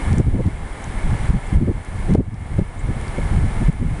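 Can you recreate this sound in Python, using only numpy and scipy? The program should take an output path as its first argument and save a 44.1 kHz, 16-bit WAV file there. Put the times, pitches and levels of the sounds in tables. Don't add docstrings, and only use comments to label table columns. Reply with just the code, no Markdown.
import sys
import numpy as np
from scipy import signal
from scipy.fft import rfft, irfft
from scipy.io import wavfile
from scipy.ndimage import uniform_filter1d, minimum_filter1d

SR = 44100
rng = np.random.default_rng(int(sys.argv[2]) if len(sys.argv) > 2 else 0)


def log_audio(samples):
    frames = np.atleast_2d(samples).T
    limited = np.clip(frames, -1, 1)
    pcm = np.round(limited * 32767).astype(np.int16)
    wavfile.write(sys.argv[1], SR, pcm)


N = 176400
T = np.arange(N) / SR


def amp(db):
    return 10 ** (np.asarray(db) / 20)


def unit(x):
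    return x / np.sqrt(np.mean(x ** 2) + 1e-20)


def spectrum_db(points, hz):
    point_hz, db = np.transpose(points)
    return np.interp(np.log(hz + 1), np.log(point_hz), db)


def add(mix, start_s, sound):
    part = mix[max(round(start_s * SR), 0):][:len(sound)]
    part += sound[:len(part)]


def colour(x, gain):
    return irfft(rfft(x) * gain(np.fft.rfftfreq(len(x), 1 / SR) + 1e-3), len(x))


def smooth(x, span_s):
    return uniform_filter1d(x, max(round(span_s * SR), 1))


def steady(x, span_s):
    power = smooth(smooth(x ** 2, span_s), span_s / 2)
    return x / np.sqrt(abs(power) + 1e-20)


def drift(below_hz):
    return unit(colour(rng.standard_normal(N), lambda f: 1 / (1 + (f / below_hz) ** 4)))


def rumble():
    # time in seconds, level in dB.
    pressure = [(0, -40), (.07, -16.5), (.3, -11), (.47, -18), (.55, -22.5), (.88, -26.5), (1.1, -18),
                (1.22, -23.5), (1.47, -23.5), (1.58, -10), (1.85, -26.5), (2.17, -12.5), (2.4, -21.5),
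                (2.62, -17.5), (3.03, -25), (3.4, -17), (3.55, -22.5), (3.68, -12.5), (4, -17)]
    # frequency in Hz, relative level in dB.
    spectrum = [(8, -23.5), (25, 5.5), (50, -1.5), (100, -5), (160, -11), (250, -21), (400, -34.5),
                (800, -59), (2000, -76)]
    air = colour(rng.standard_normal(N), lambda f: amp(spectrum_db(spectrum, f)))
    pressure_db = np.interp(T, *np.transpose(pressure))
    flutter_db = 6 * np.tanh(drift(below_hz=16.6))
    return steady(air, span_s=0.062) * amp(pressure_db + flutter_db)


def distant_rush():
    # frequency in Hz, relative level in dB.
    spectrum = [(30, 7), (300, 3), (550, -1), (820, 1.5), (1200, -4), (1550, -6.5), (2300, -8), (2470, -13),
                (3000, -15.5), (3900, -19), (4500, -22.5), (6400, -24.5), (8000, -20), (9800, -20),
                (10600, -25.5), (11200, -28)]
    # centre in Hz, width in Hz, lift in dB.
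    mic_resonances = [(1733, 71, 8), (2121, 89, 8.5), (2235, 74, 4), (3054, 52, 4), (3360, 56, 4.5),
                      (8530, 130, 3), (9100, 140, 5), (9780, 270, 5.5)]

    def gain(f):
        lift_db = sum(db / (1 + (2 * (f - hz) / width) ** 2) for hz, width, db in mic_resonances)
        return amp(spectrum_db(spectrum, f) + lift_db)
    return unit(colour(rng.standard_normal(N), gain)) * amp(-29.5)


def buffets():
    # centre in seconds, half-length in seconds,
    # level in dB, lower edge in Hz, upper edge in Hz.
    eddies = [(0.085, 0.064, -22, 36, 205), (.130, 0.029, -8.5, 72, 236), (0.187, 0.024, -6.5, 90, 228),
              (0.207, 0.019, -11, 150, 564), (0.276, 0.022, -5.5, 70, 332), (.358, 0.039, -9, 114, 440),
              (.402, 0.024, -6, 114, 483), (.47, 0.027, -3.5, 150, 212), (0.541, 0.055, -18.5, 47, 123),
              (1.069, 0.023, -16, 23, 65), (1.136, 0.021, -12.5, 39, 158), (1.301, 0.016, -4, 52, 150),
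              (1.354, 0.035, -9, 82, 155), (1.529, 0.014, -9, 62, 217), (1.572, 0.038, -1.5, 47, 201),
              (1.628, 0.037, -4, 120, 247), (1.694, .04, -3.5, 65, 362), (1.757, 0.041, -12, 50, 172),
              (2.1, 0.023, -10, 107, 385), (2.128, 0.021, -6.5, 140, 171), (2.153, .01, 1.5, 135, 614),
              (2.193, 0.029, 3.5, 123, 391), (2.285, 0.017, -8, 51, 177), (2.334, 0.029, -8.5, 100, 226),
              (2.422, .025, -15, 100, 235), (2.516, .025, -18.5, 74, 244), (2.558, 0.034, -10.5, 40, 106),
              (2.592, 0.014, 0, 78, 373), (2.62, 0.015, -5, 67, 365), (2.689, 0.017, -14, 28, 107),
              (2.846, 0.029, -9.5, 29, 187), (2.898, 0.035, -11.5, 61, 390), (2.97, 0.021, -16.5, 61, 233),
              (3.187, .013, -15.5, 110, 503), (3.336, 0.034, -20, 80, 230), (3.378, .035, -11, 44, 152),
              (3.444, 0.033, -10.5, 77, 199), (3.622, 0.026, -14.5, 110, 240), (3.662, .03, -9, 16, 55.5),
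              (3.693, 0.014, -2, 92, 190), (3.828, 0.024, -9, 150, 305), (3.865, 0.041, -12, 80, 220),
              (3.925, 0.045, -12.5, 36, 150)]
    out, size = np.zeros(N), 2 ** 13
    t = (np.arange(size) - size // 2) / SR
    for centre_s, half_s, db, low_hz, high_hz in eddies:
        def gain(f):
            return 1 / f / np.hypot(1, (f / high_hz) ** 3.15) / np.hypot(1, (low_hz / f) ** 2)
        air = colour(rng.standard_normal(size), gain)
        swell = np.cos(np.pi / 2 * np.clip(t / half_s, -1, 1)) ** 2
        eddy = steady(air, span_s=0.014) * swell
        eddy *= amp(db) * np.linalg.norm(swell) / np.linalg.norm(eddy)
        out += np.interp(T, centre_s + t, eddy, left=0, right=0)
    return out


def overload_snaps():
    # start in seconds, peak in dB.
    snaps = [(0.1306, -13), (.467, -17), (2.1385, -10.5), (2.1506, -9), (2.5915, -12)]
    out, decay_s = np.zeros(N), 0.00006
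    for start_s, db in snaps:
        add(out, start_s, amp(db) * np.exp(-T[:2 ** 8] / decay_s))
    return out


def linkage_ticks():
    # start in seconds, peak in dB, centre in Hz, width in octaves.
    knocks = [(.1832, -17.5, 7000, .5), (0.842, -21.5, 6800, .22), (1.256, -27, 6500, 0.99),
              (1.849, -20, 8500, 0.33), (2.1103, -31, 6500, 0.43), (2.3426, -25, 5500, 0.39),
              (3.0132, -23, 6300, 0.87), (3.081, -26, 5000, .45), (3.7284, -18.5, 9700, 0.39)]
    out, t, decay_s = np.zeros(N), T[:2 ** 10], 0.00066
    for start_s, db, hz, octaves in knocks:
        noise = rng.standard_normal(len(t))
        grit = colour(noise, lambda f: np.exp(-0.5 * (np.log2(f / hz) / octaves) ** 2))
        tick = grit * np.exp(-t / decay_s)
        add(out, start_s, amp(db) * tick / abs(tick).max())
    return out


def ornament_squeaks():
    # start in seconds, length in seconds, peak in dB.
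    squeaks = [(1.464, 0.021, -42), (2.790, .026, -36.5)]
    from_hz, to_hz, glide_s, roughness = 6200, 8450, 0.0066, 0.015
    out = np.zeros(N)
    for start_s, length_s, db in squeaks:
        t = T[:round(length_s * SR)]
        glide_hz = to_hz + (from_hz - to_hz) * np.exp(-t / glide_s)
        jitter = unit(uniform_filter1d(rng.standard_normal(2 ** 12), size=20))[:len(t)]
        phase = 2 * np.pi * np.cumsum(glide_hz * (1 + roughness * jitter)) / SR
        swell = np.sin(np.pi * np.sqrt(t / length_s))
        add(out, start_s, amp(db) * swell * np.sin(phase))
    return out


def camera_gain(sound):
    limit_db, lag_s, attack_s, hold_s, recover_s = -12.5, 0.0019, 0.0061, 0.11, 0.32
    sensed = colour(sound, lambda f: 1 / np.hypot(1, (58.3 / f) ** 2))
    level_db = 10 * np.log10(abs(smooth(sensed ** 2, span_s=0.01)) + 1e-12)
    over_db = np.maximum(level_db - limit_db, 1e-6)
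    half_hold = round(hold_s * SR / 2)
    held_db = -minimum_filter1d(-over_db, 2 * half_hold + 1, origin=half_hold, mode="nearest")
    cut_db = np.exp(np.maximum.accumulate(np.log(held_db) + T / recover_s) - T / recover_s)
    late_cut_db = np.interp(T - lag_s, T, cut_db)
    pole = np.exp(-1 / (attack_s * SR))
    return amp(-signal.lfilter([1 - pole], [1, -pole], late_cut_db))


def scene():
    mix = rumble() + distant_rush() + buffets() + overload_snaps() + linkage_ticks() + ornament_squeaks()
    return mix[None]


def record(dry):
    ceiling, edge_hz = 0.74, 10950
    ducked = dry * camera_gain(dry[0])
    limited = ceiling * np.tanh(ducked / ceiling)
    lowpass = signal.firwin(161, edge_hz, window=("kaiser", 9), fs=SR)
    return signal.oaconvolve(limited, lowpass[None], "same")


dry = scene()
out = record(dry)
log_audio(out)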